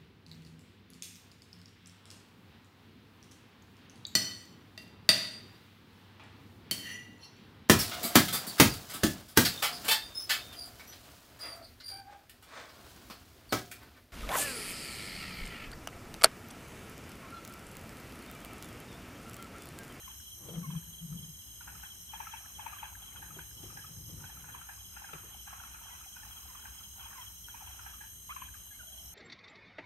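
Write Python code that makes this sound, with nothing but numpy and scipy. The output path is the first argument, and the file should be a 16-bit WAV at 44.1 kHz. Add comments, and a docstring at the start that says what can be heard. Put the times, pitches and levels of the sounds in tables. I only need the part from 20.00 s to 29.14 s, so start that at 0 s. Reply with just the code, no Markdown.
"""Night chorus on a river beside a wooden boat

Periodic wing strokes form a katydid's buzz, led by one ear; crickets chirp and trill as short tones and
resonated pulses; a far insect chorus hisses as narrow bands of noise. Frogs knock in short runs as pulses
through throat resonances, gliding tones peep, and noise rings hull and planks as someone shifts weight.
Far rumble and river hush are shaped noise under it all; a faint narrow hum swells once near the end."""
import sys
import numpy as np
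from scipy import signal
from scipy.fft import rfft, irfft
from scipy.io import wavfile

SR = 44100
rng = np.random.default_rng(int(sys.argv[2]) if len(sys.argv) > 2 else 0)


def waveform_to_disk(signal):
    """Save audio, clipped to [-1, 1], as 16-bit WAV at the path in sys.argv[1]."""
    frames = np.transpose(np.atleast_2d(signal))
    scaled = np.clip(frames, -1, 1) * 32767
    samples = np.round(scaled).astype(np.int16)
    wavfile.write(sys.argv[1], SR, samples)


N = 403074
HZ = np.maximum(np.arange(N // 2 + 1) * SR / N, 1)  # frequency of each spectrum bin

# Katydid wing-stroke rate: start_s, strokes_hz
STROKES = [(0.0, 277.06), (1.32, 277.25), (3.96, 277.5), (4.95, 277.5), (5.28, 276.0), (5.61, 277.54),
           (5.94, 277.74), (6.27, 278.94), (7.26, 278.78), (7.92, 277.7), (8.3, 277.72), (8.5, 274.96),
           (8.9, 277.18), (9.14, 276.92)]
# Katydid swell, which the rasp follows only in part: start_s, level_db
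KATYDID_LEVEL = [(0.0, -53.5), (4.3, -53), (4.66, -54.5), (9.14, -52.5)]
# Relative spectrum of the pitched buzz: frequency_hz, gain_db
BUZZ_SPECTRUM = [(10000, -111), (10800, -13), (11600, -8.5), (12300, 1.5), (13000, -8.5), (13800, -5.5),
                 (14600, -18.5), (15600, -15.5)]
# Relative spectrum of the rasp under it: frequency_hz, gain_db
RASP_SPECTRUM = [(7000, -30), (7800, -10), (8500, -2), (9300, 0), (10200, -1), (11000, -6), (12400, -7),
                 (13300, -13), (14500, -21), (15700, -24)]
RASP_DB = -56.5
# The right ear leads; its phase lead is zero at the first and gains one cycle every TURN Hz
KATYDID_IN_STEP_HZ, KATYDID_TURN_HZ = 11950, 3500

# Far insect bands: centre_hz, width_hz, level_db, left_right_likeness (-1 to 1), flicker_db
CHORUS_BANDS = [(3106, 196, -62, -0.073, 2), (4003, 124, -67.5, 0.087, 0.5), (5317, 305, -69, 0.079, 1.7),
                (6334, 236, -58.5, 0.21, 0.94), (8280, 600, -64, -0.19, 1.5), (6477, 290, -61, 0.16, 0)]

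# Phrases, one list for each trilling cricket: start_s, end_s, level_db
TRILL_PHRASES = [
    [(0.0, .85, -62.5), (1.75, 2.65, -62.5), (3.45, 4.45, -65), (5.35, 6.25, -63), (7.15, 8.1, -63),
     (8.95, 9.14, -60)],
    [(1.1, 1.95, -66.5), (3.5, 4.3, -63), (4.6, 5.2, -65), (6.05, 7.3, -65)],
]
# Wing resonance of each trilling cricket: opening_hz, settled_hz, width_hz, pulse_rate_hz
TRILLERS = [(5520, 5710, 110, 49), (5150, 5250, 70, 41.5)]
TRILL_SETTLE_S, TRILL_FADE_S = 0.44, 0.3  # climb to the settled pitch; full linear fade at each end

# Bouts of distant frogs: start_s, end_s, level_db (relative)
FAR_FROG_BOUTS = [(0.0, .12, -63), (0.557, 0.792, -66.5), (1.644, 1.84, -64.5), (2.12, 2.48, -62.5),
                  (2.607, 2.88, -56.5), (3.003, 3.386, -64), (3.627, 3.866, -66), (4.218, 4.765, -63.5),
                  (4.94, 5.344, -62.5), (5.48, 6.037, -60), (6.165, 6.823, -62.5), (7.002, 7.234, -58),
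                  (7.576, 7.884, -60.5), (8.4, 9.14, -71)]
FAR_RISE_S, FAR_FADE_S = 0.057, 0.16  # to grow or fade by 20 dB

# Relative spectral density of rumble and hush: frequency_hz, density_db
AIR_SPECTRUM = [(28, -33), (42, -10.5), (63, 4), (80, -4.5), (105, -3.5), (135, -16), (170, -11.5),
                (300, -22), (560, -30), (1000, -26), (2100, -28), (2800, -32.5), (3600, -53), (6000, -110)]
AIR_DB = -57.5
# Coherence of the air noise between the ears: frequency_hz, left_right_likeness (-1 to 1)
AIR_LIKENESS = [(60, 1), (130, 0.66), (290, 0.43), (640, 0.014), (15000, 0.0091)]
# Balance of the air noise: frequency_hz, left_over_right_db
AIR_LEAN = [(60, 4.5), (380, 6), (1290, 5), (2400, -2)]

# Evenly spaced bouts of the near cricket:
# first_chirp_s, last_chirp_s, chirps (count), closings_per_chirp (count), first_db, last_db
CHIRP_BOUTS = [(0.042, 0.93, 5, 2, -49, -48), (1.172, 1.5, 3, 2, -48, -57.5), (1.848, 2.09, 2, 2, -47, -46),
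               (2.312, 3.02, 4, 2, -47.5, -49.5), (3.165, 3.164, 1, 1, -49, -46),
               (3.343, 4.04, 4, 2, -50.5, -54), (4.256, 5.86, 7, 2, -52, -53.5),
               (5.83, 6.31, 3, 2, -55, -49), (6.56, 7.21, 4, 2, -51, -47.5), (7.44, 8.1, 4, 2, -49, -59),
               (8.3, 8.452, 2, 1, -49, -51), (8.87, 9.6, 2, 3, -49, -30.5)]
CLOSING_GAP_S, CHIRP_SPREAD_DB = .053, 0.3

# Near frog knocks: start_s, level_db, main_throat_hz, left_over_right_db
KNOCKS = [(0.077, -37.5, 1053, 27), (0.702, -40.5, 1018, -10), (0.75, -42.5, 1066, -7.5),
          (1.123, -47.5, 1290, -19), (1.607, -42.5, 1416, 0), (1.675, -38.5, 1504, 1),
          (1.75, -44, 1290, -2), (1.83, -37, 1510, 10), (2.134, -31.5, 887, 7.5), (2.2, -29, 878, 11),
          (2.267, -34.5, 1314, 5), (2.335, -31, 890, 12), (2.592, -34.5, 875, 8), (2.662, -27.5, 905, 11),
          (2.728, -35, 1203, 12), (2.828, -28.5, 895, 13), (3.157, -41, 1430, 7), (3.222, -39, 1614, -2),
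          (3.304, -41, 1275, 17), (3.388, -39, 1504, -2), (3.699, -42.5, 1250, 15), (3.768, -39, 1638, -3),
          (3.841, -44, 1270, 2), (4.203, -48, 1380, 8), (4.238, -43, 1497, -3), (4.295, -46.5, 1726, -1),
          (4.367, -46, 1357, -8), (4.441, -44.5, 1496, -1), (4.485, -41, 1546, 3), (4.545, -37, 1022, -1),
          (4.613, -41, 1370, 11), (4.687, -39, 1610, -4), (4.964, -38.5, 1513, 2), (5.016, -40, 840, 10),
          (5.04, -40, 1604, -2), (5.088, -42, 1400, 0), (5.132, -33, 1292, 3), (5.179, -44, 1444, -14),
          (5.471, -40.5, 1584, -3), (5.528, -37.5, 1100, -3), (5.598, -42, 1414, -2),
          (5.634, -39.5, 1344, 12), (5.742, -40.5, 1410, -1), (5.88, -48, 1400, 1), (6.163, -44, 1475, 2),
          (6.23, -45.5, 1790, 0), (6.305, -46, 1360, 8), (6.368, -47, 1370, 1), (6.547, -42.5, 1096, 0),
          (6.59, -46, 1414, 4), (6.65, -40, 1550, -1), (6.993, -49, 1414, -2), (7.055, -42, 917, 10),
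          (7.126, -43, 1528, -12), (7.482, -43, 1457, 2), (7.542, -37, 938, -5), (7.605, -43, 900, 5),
          (7.671, -40, 950, -12), (7.791, -40.5, 1334, 10), (7.859, -37.5, 1567, -6),
          (7.936, -45.5, 1220, -1), (8.007, -40.5, 1664, -2), (8.035, -46, 1677, 8),
          (8.296, -39.5, 1112, 1), (8.363, -30, 1064, 11), (8.418, -31.5, 1018, 12),
          (8.547, -43.5, 1230, 17)]
# Strength of the second throat band, set by the main one: main_throat_hz, gain_db
SECOND_BAND_GAIN = [(890, -36.5), (1100, -16.5), (1600, -5)]
# The second band lies above the main one in knocks whose main band is at or under LOW_UNDER_HZ
SECOND_HZ, SECOND_OF_LOW_HZ, LOW_UNDER_HZ = 860, 1300, 950
KNOCK_SHARPNESS = 1.72  # the higher, the more one pulse stands out
KNOCK_TAIL_DB, KNOCK_TAIL_T60_S = -22.5, .28  # scatter from water and leaves after each knock

# Shifts of weight: start_s, end_s, hull_groan_db, plank_scuff_db, deep_bump_db
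SHIFTS = [(0.476, .53, -49, -59, -53), (0.587, .62, -36.5, -56, -60), (0.687, 0.775, -39.5, -70, -70),
          (0.86, 0.957, -57.5, -78, -70), (1.042, 1.083, -45.5, -79, -66), (1.158, 1.175, -40, -66.5, -56),
          (1.22, 1.311, -50, -73.5, -59), (1.717, 1.805, -66.5, -74, -57.5),
          (3.205, 3.422, -59.5, -68.5, -62), (3.618, 3.827, -63, -65.5, -55),
          (3.933, 4.043, -58, -69.5, -55), (4.13, 4.28, -55.5, -68, -51), (4.4, 4.62, -63.5, -71.5, -59),
          (5.14, 5.158, -56, -72, -83)]
SHIFT_RISE_S, SHIFT_FADE_S = 0.076, 0.061  # to grow or fade by 20 dB
SCUFF_LEAD_S = 0.04  # foot and planks move before the hull answers
# Hull modes: frequency_hz, width_hz, relative_db
HULL_MODES = [(157.2, 18.7, 23), (173, 9, -6.5)]
# Plank modes: frequency_hz, width_hz, relative_db
PLANK_MODES = [(333, 98, 9.5), (459, 100, 5.5), (840, 420, 7)]
# Deep bilge mode: frequency_hz, width_hz, relative_db
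BILGE_MODES = [(99.3, 48.5, 0.)]
# Thuds on the planks: start_s, level_db, resonance_hz
THUDS = [(0.488, -41.5, 467), (0.538, -47.5, 470), (3.365, -44.5, 342), (3.632, -44, 360), (4.09, -51, 345),
         (5.133, -46, 393), (5.236, -51.5, 437)]
RAP_S, RAP_DB = 5.133, -40  # one thud carries a hard rap

# Short gliding peeps, bubbles or small frogs:
# start_s, length_s, start_hz, end_hz, level_db, right_ear_lag_cycles
PEEPS = [(0.629, 0.041, 1128, 1030, -46.5, 0.247), (5.905, 0.057, 972, 1000, -53.5, 0.34),
         (6.483, 0.036, 1095, 946, -55, 0.2), (7.153, 0.074, 1105, 935, -52, 0.17),
         (8.293, 0.038, 986, 1434, -39.5, 0.23), (8.708, 0.026, 1696, 1640, -52, 0.19),
         (8.723, 0.042, 2080, 2180, -60, 0.24), (8.791, 0.028, 1615, 1366, -48, 0.24),
         (8.828, 0.019, 1550, 1400, -57, 0.25)]

HUM_S, HUM_HZ, HUM_DB = 8.95, 685, -67
BANK_T60_S, BANK_DB = .2, -9
CUTOFF_HZ = 15750


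def from_db(db):
    """Logarithmic level: 20 dB multiply amplitude by ten."""
    return 10 ** (np.asarray(db) / 20)


def rms_one(x):
    """Normalization: divide by the root of the mean power."""
    return x / np.sqrt(np.mean(x ** 2) + 1e-20)


def in_time(rows):
    """Linear interpolation: each column of a time table at every sample."""
    s, *columns = np.transpose(rows)
    return [np.interp(np.arange(N) / SR, s, c) for c in columns]


def at_hz(points, hz):
    """Logarithmic frequency scale: interpolate a spectrum table along it."""
    frequency, value = np.transpose(points)
    return np.interp(np.log(hz), np.log(frequency), value)


def drift(rate_hz):
    """Low-passed noise: a slow random fluctuation of about unit spread."""
    r = np.exp(-80 * np.pi * rate_hz / SR)  # double pole, one step per 40 samples
    slow = signal.lfilter([1], [1, -2 * r, r * r], rng.standard_normal(N // 40 + 2002))
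    slow = slow[2000:]  # drop the filter's start-up
    return np.interp(np.arange(N) / 40, np.arange(len(slow)), rms_one(slow))


def resonate(x, hz, width_hz):
    """Damped resonance: a pole pair rings at one frequency, with about unit gain at its peak."""
    r = np.exp(-np.pi * width_hz / SR)
    zeros = [(1 - r * r) / 2, 0, (r * r - 1) / 2]
    poles = [1, -2 * r * np.cos(2 * np.pi * hz / SR), r * r]
    return signal.lfilter(zeros, poles, x + 1e-18)


def bell(hz, width_hz):
    """Gaussian band: gain falls with squared distance from the centre, the width being one deviation."""
    return np.exp(-.5 * ((HZ - hz) / width_hz) ** 2)


def stereo_noise(gain, alike):
    """Interaural coherence: mid and side noise are weighted for the wanted likeness, rms 1."""
    mid, side = rfft(rng.standard_normal((2, N))) * gain
    alike = np.clip(alike, -1, 1)
    ears = np.sqrt(1 + alike) * mid + np.sqrt(1 - alike) * side * [[1], [-1]]
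    return rms_one(irfft(ears, N))


def pan(db):
    """Interaural level difference: half goes to each ear, positive to the left."""
    return from_db(np.array([[.5], [-.5]]) * db)


def add(out, s, sound):
    """Superposition: mix a short stereo sound in at a time."""
    i = round(s * SR)
    out[:, i:i + sound.shape[1]] += sound[:, :N - i]


def glide(length, start_hz, end_hz, lag):
    """Linear frequency sweep: phase grows quadratically, the right ear some cycles late."""
    t = np.arange(round(length * SR)) / SR
    cycles = start_hz * t + (end_hz - start_hz) * t ** 2 / (2 * length)
    cycles = cycles - np.array([[0], [lag]])
    return np.sin(np.pi * t / length) ** 0.23 * np.sin(2 * np.pi * cycles)


def bouts(start, end, db, rise_s, fade_s):
    """Exponential growth and decay: gain rises to each bout, holds and fades."""
    t = np.arange(N) / SR
    gain = 0
    for a, b, level_db in zip(start, end, db):
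        outside = np.maximum((a - t) / rise_s, (t - b) / fade_s).clip(0, 6)  # in steps of 20 dB
        gain = gain + from_db(level_db - 20 * outside)
    return gain


def katydid():
    """Harmonic series: regular strokes give a comb of lines; leaves make each fade by itself."""
    phase = 2 * np.pi * np.cumsum(in_time(STROKES)[0] + 0.111 * drift(9.5)) / SR
    mean_hz = np.mean(np.array(STROKES)[:, 1])
    buzz = 0
    for k in range(36, 57):
        line_gain = from_db(at_hz(BUZZ_SPECTRUM, k * mean_hz) + 3.0 * drift(26))
        buzz = buzz + line_gain * np.sin(k * phase + 1.16 * drift(14))
    rasp = irfft(rfft(rng.standard_normal(N)) * from_db(at_hz(RASP_SPECTRUM, HZ)), N)
    swell_db = in_time(KATYDID_LEVEL)[0]
    rasp_db = RASP_DB + .3 * (swell_db - swell_db.mean())
    song = from_db(swell_db - 2.0) * rms_one(buzz) + from_db(rasp_db) * rms_one(rasp)
    lead = np.exp(2j * np.pi * (HZ - KATYDID_IN_STEP_HZ) / KATYDID_TURN_HZ)
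    return np.array([song, irfft(rfft(song) * lead, N)])


def chorus():
    """Incoherent summation: countless wing clicks blur into noise around each kind's pitch."""
    out = 0
    for hz, width, db, alike, flicker_db in CHORUS_BANDS:
        out = out + from_db(db + flicker_db * drift(13.4)) * stereo_noise(bell(hz, width), alike)
    return out


def trills():
    """Forced resonance: nearly even pulses drive a wing band that climbs, by another path to each ear."""
    out, t = 0, np.arange(N) / SR
    for (open_hz, settled_hz, width, pulse_hz), phrases in zip(TRILLERS, TRILL_PHRASES):
        count = np.floor(np.cumsum(pulse_hz * (1 + .012 * drift(4))) / SR)
        pulses = np.diff(count, prepend=0) * from_db(2 * drift(20))
        echoes = rng.standard_normal((2, 3000)) * np.exp(-np.arange(3000) / 700)
        driven = rfft(pulses) * rfft(echoes, N)
        low = rms_one(irfft(driven * bell(open_hz, width), N))
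        high = rms_one(irfft(driven * bell(settled_hz, width), N))
        for start, end, db in phrases:
            # Half amplitude at the phrase's start and end
            swell = from_db(db) * np.clip(np.minimum(t - start, end - t) / TRILL_FADE_S + .5, 0, 1)
            climb = np.pi / 2 * np.clip((t - start) / TRILL_SETTLE_S, 0, 1)
            out = out + swell * (np.cos(climb) * low + np.sin(climb) * high)
    return out


def far_frogs():
    """Random arrivals: distant knocks differ in pitch and side, over noise for their merged echo."""
    knocks, sizes = 0, from_db(5.5 * rng.standard_normal((2, N)))
    born = rng.random(N) < 110 / SR  # 110 knocks per second on average
    voice = rng.integers(0, 8, N)
    for k, hz in enumerate(np.geomspace(800, 2500, 8)):
        ring = resonate(resonate(sizes * born * (voice == k), hz, 147), hz, 147)
        knocks = knocks + ring * from_db(-5 * np.log2(hz / 800))
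    echo = stereo_noise(bell(883, 180) + 1.37 * bell(1430, 224) + 0.88 * bell(2650, 470), 0)
    swell = bouts(*np.transpose(FAR_FROG_BOUTS), FAR_RISE_S, FAR_FADE_S)
    return swell * (0.68 * rms_one(knocks) + 0.98 * echo)


def night_air():
    """Partially coherent noise: far rumble and river hush grow less alike between the ears with pitch."""
    noise = stereo_noise(from_db(at_hz(AIR_SPECTRUM, HZ)), at_hz(AIR_LIKENESS, HZ))
    air = rfft(noise) * pan(at_hz(AIR_LEAN, HZ))
    return from_db(AIR_DB + 0.98 * drift(4.5)) * irfft(air, N)


def cricket():
    """Interaural phase: each wing closing is a tone sagging in pitch that reaches the ears out of step."""
    out, closing = np.zeros((2, N)), glide(0.028, 3350, 3010, 0.36)
    for first, last, chirps, closings, first_db, last_db in CHIRP_BOUTS:
        times, levels = np.linspace([first, first_db], [last, last_db], round(chirps)).T
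        levels = levels + CHIRP_SPREAD_DB * rng.standard_normal(len(times))
        for s, db in zip(times, levels):
            for k in range(round(closings)):
                add(out, min(s + CLOSING_GAP_S * k, N / SR), from_db(db) * closing)
    return out


def frogs():
    """Source and filter: uneven vocal-fold pulses swell and stop, exciting four throat bands."""
    out, t = np.zeros((2, N)), np.arange(6000) / SR
    tail_gain = from_db(KNOCK_TAIL_DB - 60 * t / KNOCK_TAIL_T60_S) * np.minimum(t / .014, 1)
    effort = np.array([.12, .25, .45, .75, 1, .75, .45, .25])
    for s, db, hz, side_db in KNOCKS:
        tail = rng.standard_normal((2, len(t))) * tail_gain
        pulse_hz = hz / np.round(hz / 430)  # the main band sits on a multiple of the pulse rate
        at = 40 + (np.arange(8) + .05 * rng.standard_normal(8)) * SR / pulse_hz
        pulses = np.zeros(len(t))
        pulses[np.abs(at).astype(int)] = effort ** KNOCK_SHARPNESS * from_db(0.84 * rng.standard_normal(8))
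        ear_lag = round(12 * rng.standard_normal())  # samples
        drive = pan(side_db) * np.array([pulses, np.roll(pulses, ear_lag)])
        second_hz = SECOND_HZ if hz > LOW_UNDER_HZ else SECOND_OF_LOW_HZ
        # frequency_hz, width_hz, level_db, scatter_db, delay_s (wraps round within the knock)
        bands = [(second_hz, 220, at_hz(SECOND_BAND_GAIN, hz), -4, 0),
                 (hz, 250, -1, -4, 0),
                 (1633, 234, -12.5, 6, -0.15),
                 (2454, 509, -10.5, 5.5, 0)]
        knock = 0
        for f, width, band_db, scatter_db, late in bands:
            excitation = np.roll(drive, round(late * SR), axis=1) + from_db(scatter_db) * tail
            ring = resonate(resonate(excitation, f, width), f, width)
            knock = knock + from_db(db + band_db) * ring / np.abs(ring).max()
        add(out, s - .007, knock)
    return signal.sosfilt(signal.butter(3, [680, 3600], "band", fs=SR, output="sos"), out)


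def boat():
    """Stick-slip friction: random slips ring hull, planks and bilge; decaying contacts thud and rap."""
    out, t = np.zeros((2, N)), np.arange(SR // 10) / SR
    start, end, *levels = np.transpose(SHIFTS)
    leads, sides_db = (0, SCUFF_LEAD_S, SCUFF_LEAD_S), (3.5, 6, 4)
    for modes, level_db, lead, side_db in zip((HULL_MODES, PLANK_MODES, BILGE_MODES), levels, leads, sides_db):
        slips, body = rng.standard_normal(N), 0
        for hz, width, db in modes:
            ring = resonate(resonate(slips, hz, width), hz, 2.7 * width)
            body = body + from_db(db) * rms_one(ring)
        swell = bouts(start - lead, end - lead, level_db, SHIFT_RISE_S, SHIFT_FADE_S)
        out = out + pan(side_db) * swell * rms_one(body)
    for s, db, hz in THUDS:
        contact = rng.standard_normal(len(t)) * from_db(-60 * t / 0.18)
        thud = resonate(contact, hz, 113)
        add(out, s - .002, pan(5.7) * from_db(db) * thud[None] / np.abs(thud).max())
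    dull = signal.butter(3, 3000, fs=SR, output="sos")
    rap = signal.sosfilt(dull, rng.standard_normal((2, len(t)))) * from_db(-60 * t / .06)
    add(out, RAP_S, pan(8.2) * from_db(RAP_DB) * rap)
    return out


def peeps():
    """Second harmonic: each sliding tone carries a weaker octave, and its level wavers."""
    out = np.zeros((2, N))
    for s, length, start_hz, end_hz, db, lag in PEEPS:
        tone = glide(length, start_hz, end_hz, lag)
        octave = glide(length, 2 * start_hz, 2 * end_hz, 2 * lag)
        add(out, s, from_db(db) * (tone + 0.52 * octave))
    return out * from_db(2 * drift(50))


def hum():
    """Narrow-band noise: a faint hum swells and fades once."""
    swell = np.exp(-.5 * ((np.arange(N) / SR - HUM_S) / 0.12) ** 2)
    return from_db(HUM_DB) * swell * stereo_noise(bell(HUM_HZ, 74), 0)


def bank(near):
    """Diffuse reflection: the wooded bank scatters a sound back as a short blur."""
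    t = np.arange(SR // 2) / SR
    blur = rng.standard_normal((2, len(t))) * from_db(-60 * t / BANK_T60_S) * (t > .004)
    blur = blur / np.sqrt(np.sum(blur ** 2, axis=1, keepdims=True))
    return near + from_db(BANK_DB) * signal.fftconvolve(near, blur, axes=1)[:, :N]


def scene():
    """Superposition: the pressures of all sources add at each ear."""
    insects = katydid() + chorus() + trills()
    scattered = bank(cricket() + peeps() + far_frogs())
    return insects + scattered + frogs() + boat() + night_air() + hum()


def record(dry):
    """Band limiting: a steep elliptic low-pass cuts the top."""
    return signal.sosfilt(signal.ellip(12, .5, 80, CUTOFF_HZ, fs=SR, output="sos"), dry)


dry = scene()
out = record(dry)
waveform_to_disk(out)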